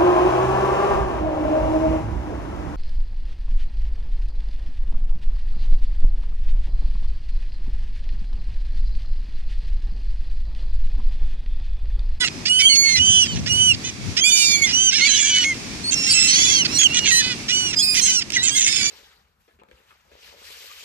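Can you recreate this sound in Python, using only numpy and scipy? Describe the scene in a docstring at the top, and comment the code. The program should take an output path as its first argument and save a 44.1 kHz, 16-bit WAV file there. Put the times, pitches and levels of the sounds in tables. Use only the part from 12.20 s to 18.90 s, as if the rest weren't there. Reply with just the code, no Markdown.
"""A beach, a step or two from a flock of gulls begging for food.
The nearest bird squawks: a thin, arching whistle that opens and closes in a rasp, where the syrinx
beats in separate pulses that ring the throat and bill. Others whistle, rasp and snap their bills
around it. Behind them sit low surf, a blur of distant gulls and hiss, and a few wind puffs on the mic."""
import sys
import numpy as np
from scipy import signal
from scipy.fft import rfft, irfft, next_fast_len
from scipy.io import wavfile
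from scipy.ndimage import uniform_filter1d, minimum_filter1d

SR = 44100
rng = np.random.default_rng(int(sys.argv[2]) if len(sys.argv) > 2 else 0)


def file_out(sig):
    """Save sig as 16-bit WAV at sys.argv[1]."""
    # one column per channel
    cols = np.atleast_2d(sig).T
    # limit, then scale
    lim = np.clip(cols, -1, 1)
    pcm = np.round(lim * 32767).astype(np.int16)
    wavfile.write(sys.argv[1], SR, pcm)


N = 295470
TIME = np.arange(N) / SR

# Squawks of the nearest bird. In all call tables, levels are set ahead of each layer's trim.
# start_s, end_s, crest_s, start_hz, crest_hz, end_hz, fundamental_db, second_db, third_db,
# fundamental_swell_db, overtone_swell_db, hoarse_db, opening_rasp_db, closing_rasp_db
BEGGING_SQUAWKS = [(0.279, 0.544, 0.51, 2886, 3093, 2920, -15, -30, -30, -1, 4.5, -19.5, -23, -21),
                   (0.781, 1.046, 0.87, 2835, 3060, 2970, -14.5, -21, -35.5, 1, 8, -19.5, -19.5, -24.5),
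                   (1.285, 1.527, 1.415, 2820, 3018, 2910, -15.5, -24, -32, 6.5, 9, -18.5, -27.5, -26),
                   (1.992, 2.373, 2.25, 3064, 3744, 3270, -21.5, -38.5, -61, -13, -44, -36, -20.5, -50),
                   (2.516, 2.703, 2.68, 2813, 3130, 3170, -18.5, -18.5, -40, -2, 7.5, -14, -28, -25.5),
                   (4.061, 4.442, 4.262, 3000, 3410, 2790, -22, -21, -41, 4, -6, -25, -32, -16.5),
                   (5.308, 5.523, 5.349, 2720, 2963, 2830, -24, -27, -41.5, -11, -2, -10.5, -23.5, -25),
                   (5.876, 6.003, 5.9, 2890, 2986, 2855, -26.5, -21, -38.5, -12, 2, -8.5, -28, -25)]
# Plain whistles of the birds around it:
# start_s, end_s, crest_s, start_hz, crest_hz, end_hz, fundamental_db, second_db, third_db,
# fundamental_swell_db, overtone_swell_db, hoarse_db, left_minus_right_db, left_lag_ms
FLOCK_WHISTLES = [(0, 0.053, 0.015, 2030, 1973, 1933, -26, -26.5, -35, -6, -2, -4, -10.5, 0.14),
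                  (0, 0.044, 0.0037, 3600, 3490, 3220, -25.5, -32, -46, 9, -45, -8.5, -5.5, 0.11),
                  (0.034, 0.071, 0.042, 2870, 2820, 2500, -24.5, -28, -41, -3, 1, -4, -5, 0.12),
                  (0.397, 0.46, 0.41, 2180, 2277, 2290, -20.5, -25, -23.5, -4, 0, -18.5, -7, 0.058),
                  (0.449, 0.488, 0.52, 3076, 3380, 3400, -7, -17.5, -31, -31, -16, -42, -6, 0.2),
                  (0.481, 0.798, 0.61, 2154, 2209, 1950, -24, -18, -21, 4.5, -11.5, -30, -7.5, -0.088),
                  (0.833, 1.157, 0.96, 2990, 3400, 2770, -30, -33, -64, -9, -19, -8, -5.5, 0.24),
                  (2.033, 2.1, 2.07, 2190, 2440, 2476, -10.5, -16.5, -12, 3, -3, -27, -10.5, 0.096),
                  (2.035, 2.26, 2.13, 2950, 3018, 2700, -23, -24.5, -26, -2, 5, -8, -12, 0.072),
                  (2.104, 2.375, 2.21, 2248, 2312, 2103, -39, -20, -18.5, 9, -9, -16, -8, -0.089),
                  (2.107, 2.417, 2.24, 2405, 2368, 2225, -21.5, -37, -30.5, -2.5, 11, -24, -10.5, -0.085),
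                  (2.412, 2.494, 2.39, 2320, 2240, 1927, -21.5, -33, -25.5, -18, -27, -24, -11.5, -0.1),
                  (2.431, 2.462, 2.48, 3150, 3720, 3700, -21.5, -23, -54, -2, -11, -23, -7, 0.067),
                  (2.804, 2.876, 2.8, 2180, 2086, 2440, -16.5, -21.5, -26, 1, 4, -15.5, -5, -0.02),
                  (2.867, 2.962, 2.94, 4140, 4030, 3900, -22, -37, -66, 4, -12, -27, -21, 0.036),
                  (2.891, 3.005, 2.9, 3040, 3110, 2840, -21.5, -26.5, -62, -9, -12, -13.5, -5.5, -0.0017),
                  (2.941, 3.127, 3.04, 3360, 3354, 3230, -28, -28, -49, -8, 1, -10, -1, 0.033),
                  (3.039, 3.245, 3.18, 3196, 2986, 2940, -23, -29, -54, 9, -9, -11, -3, 0.047),
                  (2.962, 3.19, 2.8, 2152, 2330, 2255, -29.5, -46, -46, 0, -2, -8, -1, 0.038),
                  (3.233, 3.335, 3.27, 2080, 2184, 2043, -23, -44, -32, -10, -10, -18, -1, 0.03),
                  (3.632, 3.704, 3.705, 4100, 4520, 4615, -25.5, -40, -71, 4, 6, -29, -1, 0.14),
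                  (3.72, 3.928, 3.77, 2683, 2740, 2676, -27.5, -26, -35, 1, 9, -12, -6, 0.16),
                  (3.926, 4.123, 3.96, 2630, 2663, 2645, -19, -18.5, -21, -12, -9, -10.5, -7.5, 0.12),
                  (3.895, 3.932, 3.9, 4020, 4640, 4800, -13.5, -21, -33, -6, 9, -20, -2, 0.037),
                  (4.063, 4.427, 4.28, 2036, 2302, 2030, -30, -24, -23.5, -5, -7, -7.5, -2, 0.2),
                  (4.469, 4.585, 4.59, 2310, 2926, 3000, -36, -31, -52, 4, 24, -8, -10, 0.23),
                  (4.542, 4.586, 4.63, 3960, 4460, 4420, -26, -28.5, -46, 18, -4, -30, -10, 0.24),
                  (4.58, 4.672, 4.61, 3260, 3363, 2785, -12.5, -13.5, -29.5, 6, -14, -20, -10.5, 0.147),
                  (4.687, 4.9, 4.8, 2680, 2890, 2720, -26, -40, -60, 3, 4, -12, -8.5, 0.052),
                  (4.904, 5.023, 4.98, 1920, 1890, 1710, -16.5, -38, -40, -15, -25, -17, -10, 0.2),
                  (4.91, 5.013, 3.9, 1994, 2059, 2050, -41, -21.5, -15.5, -8, -8, -7, -6, 0.09),
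                  (5.555, 5.802, 5.6, 2436, 2518, 2386, -32.5, -20.5, -30.5, 17, -3.5, -24, -8.5, 0.17),
                  (5.582, 5.616, 5.616, 3030, 3460, 3365, -22, -23.5, -29, -9, -2, -35, -4, -0.024),
                  (5.614, 5.811, 5.69, 4060, 4760, 4570, -30.5, -30.5, -36, -24, -5, -47, -4, 0.085),
                  (5.801, 5.912, 5.851, 2032, 2122, 1950, -40, -27.5, -20.5, 13, 1, -4.5, -12, 0.027),
                  (6.157, 6.237, 6.192, 2233, 1906, 2200, -28.5, -30.5, -36.5, -25, 0, -12, -4.5, 0.11),
                  (6.292, 6.595, 6.44, 3025, 3640, 3494, -28, -33.5, -48, -6, -3, -8, -11, 0.12),
                  (6.343, 6.386, 6.368, 2050, 2130, 1960, -25.5, -31, -19.5, 8, 0, -8, -8.5, 0.058),
                  (6.457, 6.708, 6.7, 2242, 2320, 2216, -31, -29.5, -30.5, 1, 7, -6, -8.5, 0.13),
                  (6.471, 6.648, 6.558, 4800, 5320, 4560, -25, -49, -69, 3, 32, -42, -23, 0.23)]
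# Harsh calls of the squabbling birds:
# start_s, end_s, pulse_rate_hz, throat_db, bill_db, bill_hz, rate_rise_share, jitter_0_to_1,
# left_minus_right_db
FLOCK_RASPS = [(0.064, 0.092, 418, -27.5, -34, 6800, -0.087, 0.28, -10),
               (0.386, 0.425, 480, -18, -18.5, 5470, 0.23, 0.07, -7),
               (0.625, 0.76, 444, -32, -29, 5940, -0.0036, 0.07, -11),
               (1.139, 1.207, 462, -34.5, -34.5, 5900, 0.077, 0.31, -9),
               (1.626, 1.711, 480, -32, -31.5, 5900, 0.017, 0.04, -6.5),
               (2.117, 2.353, 406.5, -39, -21.5, 5730, -0.022, 0.15, -6.5),
               (2.458, 2.519, 398, -28, -25, 4800, 0.076, 0.05, -3.5),
               (2.698, 2.822, 521, -18.5, -22.5, 5030, 0.0056, 0.1, -8.5),
               (2.764, 2.915, 697, -19.5, -25, 5950, -0.017, 0.06, -11),
               (2.831, 3.133, 552.6, -24.5, -18.5, 6300, -0.047, 0.09, -11),
               (3.097, 3.271, 472.6, -25, -30, 5830, -0.036, 0.22, -17),
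               (3.706, 3.753, 540, -22.5, -13.5, 6150, -0.067, 0.22, -14),
               (3.795, 4.144, 495.6, -24.5, -22, 6650, 0.021, 0.18, -5.5),
               (4.03, 4.42, 510, -25, -19.5, 5800, 0.073, 0.18, -10),
               (4.584, 4.65, 511, -19, -15.5, 6260, -0.12, 0.35, -11),
               (4.726, 4.804, 485.4, -21, -21, 6040, -0.045, 0.16, -7.5),
               (4.84, 4.93, 508, -15.5, -17.5, 6170, 0.08, 0.25, -9),
               (4.905, 5.164, 494, -25, -39, 4300, -0.059, 0.02, -7),
               (5.735, 5.813, 452, -20.5, -18, 5360, 0.23, 0.11, -10),
               (5.796, 5.938, 517, -28.5, -18, 6500, -0.051, 0.09, -4.5),
               (6.124, 6.181, 445, -22.5, -20, 6250, 0.26, 0.09, -8.5),
               (6.219, 6.314, 492, -22, -15.5, 6450, -0.08, 0.14, -9),
               (6.333, 6.516, 521.5, -24, -17, 6500, -0.15, 0.21, -6.5),
               (6.472, 6.695, 495, -28, -24.5, 6300, -0.036, 0.16, -6.5)]
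# Bills snapping shut: start_s, level_db
BILL_SNAPS = [(3.343, -26), (6.103, -18), (6.121, -18)]
# Tone colour of the background, low surf under a blur of distant gulls and hiss:
# frequency_hz, relative_level_db
BACKGROUND_SPECTRUM = [(18, -62), (30, -7), (90, 3), (288, 4), (511, -10), (1520, -14), (2030, -9.5),
                       (2430, -7), (2990, -12.5), (5730, -9), (11300, -28), (15000, -48)]
# Slow rise and fall of the background: time_s, level_db
BACKGROUND_SWELL = [(0, -40), (2.9, -41), (4.7, -34), (5.2, -38.5), (6.7, -43)]
# Boost or cut of the background's treble, the blur of gulls and hiss: time_s, gain_db
BACKGROUND_TREBLE = [(0, -5), (1.8, -2), (2.4, 1.5), (3.5, -1), (6.05, -1)]
# Puffs of wind: centre_s, half_length_s, level_db
WIND_PUFFS = [(0.822, 0.069, -24.5), (0.903, 0.0055, -13.5), (1.314, 0.29, -24), (1.91, 0.082, -30)]

BEGGAR_PAN_DB, BEGGAR_LAG_MS = -8, 0.11  # the nearest bird is heard louder on the right
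SLACK_S = 0.0173  # how quickly the syrinx tightens or goes slack
TOP_HZ = 15100


def begging_gull(whistle_trim_db=2, opening_trim_db=-2.5, closing_trim_db=-1.0):
    """The lead bird: its syrinx starts in quickening beats, swells to a whistle, ends in slowing beats."""
    out = np.zeros((2, N))
    opening_s, closing_s, overlap_s, pause_s = 0.044, 0.028, 0.016, 0.00101
    for *call, opening_db, closing_db in BEGGING_SQUAWKS:
        start, end = call[:2]
        opening = rasp(opening_s, rate_hz=470, throat_db=5.5, bill_db=4.5, bill_hz=4980, rise=0.199,
                       jitter=0.031, loose=0.31, high_hz=6200, attack_share=0.22)
        closing = rasp(closing_s, rate_hz=490, throat_db=0.5, bill_db=0.0, bill_hz=4830, rise=-0.248,
                       jitter=0.033, loose=0.85, high_hz=5600)
        tone = whistle(call, slack=0.16, attack_s=0.027, release_s=0.02, flutter_db=2.0)
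        parts = [(undb(opening_trim_db + opening_db) * opening, start + overlap_s - opening_s),
                 (undb(whistle_trim_db) * tone, start),
                 (undb(closing_trim_db + closing_db) * closing, end + pause_s)]
        for sound, when in parts:
            add(out, sound, when, BEGGAR_PAN_DB, BEGGAR_LAG_MS)
    return out


def whistle(call, slack=0.0285, attack_s=0.016, release_s=0.011, flutter_db=3.5):
    """A gliding tone; when hoarse, the syrinx also beats every few swings, adding in-between tones."""
    start, end, crest, start_hz, crest_hz, end_hz = call[:6]
    first_db, second_db, third_db, swell_db, overtone_swell_db, hoarse_db = call[6:]
    t = np.arange(0, end - start + release_s / 2, 1 / SR)
    n = len(t)
    hoarse = min(1.166 * undb(hoarse_db * 1.423), 1) * (1 + walk(n, 32.2) / 2)  # it comes and goes
    wobble = 0.011 * (.25 + abs(hoarse)) * walk(n, 70)
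    waver = 0.012 * np.sqrt(abs(hoarse)) * walk(n, 25)
    hz = pitch_arch(t, crest - start, start_hz, crest_hz, end_hz, slack) * (1 + wobble + waver)
    swings_per_beat = np.clip(np.round(crest_hz / 560 + walk(n, 22)), 2, 8)  # hops between patterns
    beat = np.sin(2 * np.pi * np.cumsum(hz / swings_per_beat) / SR)
    grit = 0.3 * walk(n, 640)
    phase = 2 * np.pi * np.cumsum(hz) / SR + hoarse * (beat / 2 + grit)
    along = np.linspace(-.5, .5, n)
    first_db = first_db + swell_db * along
    second_db = second_db + overtone_swell_db * along
    third_db = third_db + overtone_swell_db * along
    half_db = np.maximum(first_db, second_db) + hoarse_db
    harmonics = [(1, first_db), (2, second_db), (3, third_db),
                 (4, third_db - 14), (5, third_db - 19), (6, third_db - 24)]
    in_between = [(.5, half_db - 10), (1.5, half_db), (2.5, half_db - 2),
                  (3.5, half_db - 14), (4.5, half_db - 20)]
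    tone = sum(radiated(k * hz) * undb(db + flutter_db * walk(n, 40.87)) * np.sin(k * phase)
               for k, db in harmonics + in_between)
    envelope = fade(n, max(attack_s, t[-1] / 10), max(release_s, t[-1] / 10))
    return np.sqrt(2) * tone * (1 + hoarse * beat) * envelope


def pitch_arch(t, crest_s, start_hz, crest_hz, end_hz, slack):
    """Pitch curves into the crest and out again; a slackening syrinx drops it at the tail."""
    length = t[-1]
    before = np.clip(1 - t / max(crest_s, 1 / SR), 0, 1)
    after = np.clip((t - crest_s) / max(length - crest_s, 1 / SR), 0, 1)
    hz = crest_hz + (start_hz - crest_hz) * before ** 2 + (end_hz - crest_hz) * after ** 2
    return hz * (1 - slack * np.exp((t - length) / SLACK_S))


def rasp(length, rate_hz, throat_db, bill_db, bill_hz, rise, jitter,
         loose=1.0, high_hz=6630, attack_share=0.36, flutter_db=4.5, drift=0.079):
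    """Beats of the syrinx ring the throat and bill, whose resonances shift as the bill moves."""
    n = int(length * SR)
    t = np.arange(n) / SR
    slack = np.exp(-t / SLACK_S) + np.exp(-t[::-1] / SLACK_S)
    scoop = -0.17 * (slack - slack.mean())  # the rate scoops up at the start and sags at the end
    wander = min(jitter / 2, 0.035) * walk(n, 35.03)
    stretch = np.clip(1 + scoop + rise * np.linspace(-.5, .5, n) + wander, .5, 2)
    chaos = jitter * abs(walk(n, 30.35)) / 2  # the beat slips in and out of order
    hz = rate_hz * stretch * np.clip(1 + chaos * walk(n, 500), .5, 2)
    k = np.arange(1, int(10000 / rate_hz))[:, None]  # harmonic numbers
    disorder = min(.3 + 5 * jitter, 1)
    sway = disorder * np.array([walk(n, 72.2) for _ in k])
    smear = disorder * np.array([walk(n, 72.2) for _ in k])
    phase = 2 * np.pi * k * np.cumsum(hz) / SR + loose * smear  # loose harmonics ring between beats
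    beats = radiated(k * hz, 1563, high_hz) * undb(flutter_db * sway) * np.exp(1j * phase)
    throat_peak_hz = 2950 * stretch * (1 + drift * walk(n, 26.0))
    bill_peak_hz = bill_hz * np.sqrt(stretch) * (1 + drift * walk(n, 29.8))
    throat = np.sum(beats * resonate(k * hz, throat_peak_hz, width_hz=3740), axis=0).real
    bill = np.sum(beats * resonate(k * hz, bill_peak_hz, width_hz=1030), axis=0).real
    envelope = fade(n, length * attack_share, length * 0.22)
    roughness = undb(disorder * flutter_db * (walk(n, 400) + walk(n, 34.7) / 2))
    return (undb(throat_db) * unit(throat) + undb(bill_db) * unit(bill)) * envelope * roughness


def radiated(hz, low_hz=1400, high_hz=11500):
    """The small throat radiates little bass, and the highest partials roll off."""
    return (hz < TOP_HZ) / (1 + (low_hz / hz) ** 6) / np.sqrt(1 + (hz / high_hz) ** 6)


def near_gulls(whistle_trim_db=2, rasp_trim_db=3):
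    """The birds crowding the food whistle and rasp over one another."""
    out = np.zeros((2, N))
    for *call, pan_db, lag_ms in FLOCK_WHISTLES:
        add(out, undb(whistle_trim_db) * whistle(call), call[0], pan_db, lag_ms)
    for start, end, *voice, pan_db in FLOCK_RASPS:
        add(out, undb(rasp_trim_db) * rasp(end - start, *voice), start, pan_db, lag_ms=0.08)
    return out


def bill_snaps(decay_s=0.0027, low_hz=2200, high_hz=6000):
    """A bill snapping shut gives a short, dry tick."""
    out = np.zeros((2, N))
    t = TIME[:SR // 50]
    for when, db in BILL_SNAPS:
        tick = unit(band(rng.standard_normal(len(t)), low_hz, high_hz)) * np.exp(-t / decay_s)
        add(out, undb(db) * tick, when, BEGGAR_PAN_DB, BEGGAR_LAG_MS)
    return out


def far_gulls(count=22, level_db=-50, pitch_hz=2750, hoarse_db=-10, bend=0.1):
    """Birds further down the beach give the same arching whistle, faintly."""
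    out = np.zeros((2, N))
    for when, high, long, side in rng.random((count, 4)):
        crest_hz = pitch_hz * 2 ** ((high - .5) / 2)
        edge_hz = crest_hz * (1 - bend)
        length = 0.2 * (1 + long)
        call = (0, length, length / 2, edge_hz, crest_hz, edge_hz,
                level_db, level_db - 3, level_db - 17, 0, 0, hoarse_db)
        add(out, whistle(call), when * N / SR, pan_db=-10 * side, lag_ms=.2 * side)
    return out


def sand_scatter(x, wet_db=-18, decay_s=0.013):
    """Open sand throws back only a brief, faint tail."""
    t = TIME[:SR // 5]
    echo = rng.standard_normal((2, len(t))) * np.exp(-t / decay_s)
    return undb(wet_db) * signal.fftconvolve(x, unit(echo) / np.sqrt(len(t)), axes=1)[:, :N]


def surf_and_gull_blur(trim_db=0.05, lean_db=3, wash_db=1.4):
    """A noise bed: low surf, narrow in stereo, under a wide blur of distant gulls and hiss."""
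    hz = np.fft.rfftfreq(N, 1 / SR)
    points_hz, points_db = np.transpose(BACKGROUND_SPECTRUM)
    colour = undb(np.interp(np.log(hz + 1), np.log(points_hz), points_db))
    mid, side = rfft(rng.standard_normal((2, N))) * colour
    side = side * np.clip(hz / 900, .45, 1)
    lean = undb(np.interp(hz, [400, 1500], [lean_db, -lean_db]) / 2)  # lows left, highs right
    bed = irfft(np.array([(mid + side) * lean, (mid - side) / lean]), N)
    body_rms = np.std(band(bed.mean(0), 200, 600, order=4))
    treble = irfft(rfft(bed) / (1 + (1500 / (hz + 1)) ** 4), N)
    treble_gain = undb(np.interp(TIME, *np.transpose(BACKGROUND_TREBLE)))
    bed = bed + treble * (treble_gain - 1)
    swell_db = np.interp(TIME, *np.transpose(BACKGROUND_SWELL)) + wash_db * walk(N, 12)
    return bed / body_rms * undb(trim_db + swell_db)


def wind(flutter_db=4.1):
    """Puffs rumble on each microphone port separately, harder on the left."""
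    gust = sum(undb(db) * np.exp(-((TIME - centre) / width) ** 2) for centre, width, db in WIND_PUFFS)
    rumble = unit(band(rng.standard_normal((2, N)), 74, 170))
    return rumble * gust * undb(flutter_db * walk(N, 24.13)) * undb([[0], [-6]])


def undb(db):
    """Decibels to gain."""
    return 10 ** (np.asarray(db) / 20)


def unit(x):
    """Scale to rms 1."""
    return x / np.sqrt(np.mean(x ** 2))


def band(x, low_hz, high_hz, order=2):
    """Butterworth band-pass."""
    return signal.sosfilt(signal.butter(order, [low_hz, high_hz], "band", fs=SR, output="sos"), x)


def resonate(hz, centre_hz, width_hz):
    """Complex gain of a steep resonance at the frequencies hz."""
    return (1 + 1j * (hz ** 2 - centre_hz ** 2) / (hz * width_hz)) ** -2


def walk(n, rate_hz):
    """Smooth random modulation with a spread near 1."""
    step = max(int(SR / rate_hz), 1)
    return uniform_filter1d(np.repeat(rng.standard_normal(n // step + 1), step), step)[:n]


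def fade(n, rise_s, fall_s):
    """Soft fade in and out over n samples."""
    t = np.arange(n) / SR
    return np.sin(np.pi / 2 * np.clip(np.minimum(t / rise_s, t[::-1] / fall_s), 0, 1)) ** 2


def add(out, x, start_s, pan_db, lag_ms):
    """Place a sound in stereo: pan_db is left minus right, lag_ms delays the left side."""
    size = next_fast_len(len(x) + SR // 20)
    delay = np.exp(-2j * np.pi * np.fft.rfftfreq(size, 1 / SR) * lag_ms / 1000)
    pair = irfft(rfft(x, size) * np.array([delay, np.ones_like(delay)]), size)
    gains = unit(undb([[pan_db / 2], [-pan_db / 2]]))
    i = int(np.clip(start_s * SR, 0, N - 1))
    out[:, i:i + size] += (gains * pair)[:, :N - i]


def scene():
    """Gulls up front, over a bed of surf, distant gulls and wind."""
    gulls = begging_gull() + near_gulls() + far_gulls() + bill_snaps()
    return gulls + sand_scatter(gulls) + surf_and_gull_blur() + wind()


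def record(dry, knee_db=-17, squeeze=0.17, ceiling=0.85):
    """Gain control ducks under loud calls, a limiter holds the peaks and a low-pass cuts the top."""
    power = uniform_filter1d(np.mean(dry ** 2, axis=0), SR // 50)
    ducked = dry * (1 + power / undb(knee_db) ** 2) ** -squeeze
    peak_gain = ceiling / np.maximum(abs(ducked).max(axis=0), ceiling)
    limited = ducked * uniform_filter1d(minimum_filter1d(peak_gain, SR // 200), SR // 200)
    return signal.sosfilt(signal.ellip(8, .2, 70, TOP_HZ, fs=SR, output="sos"), limited)


dry = scene()
out = record(dry)
file_out(out)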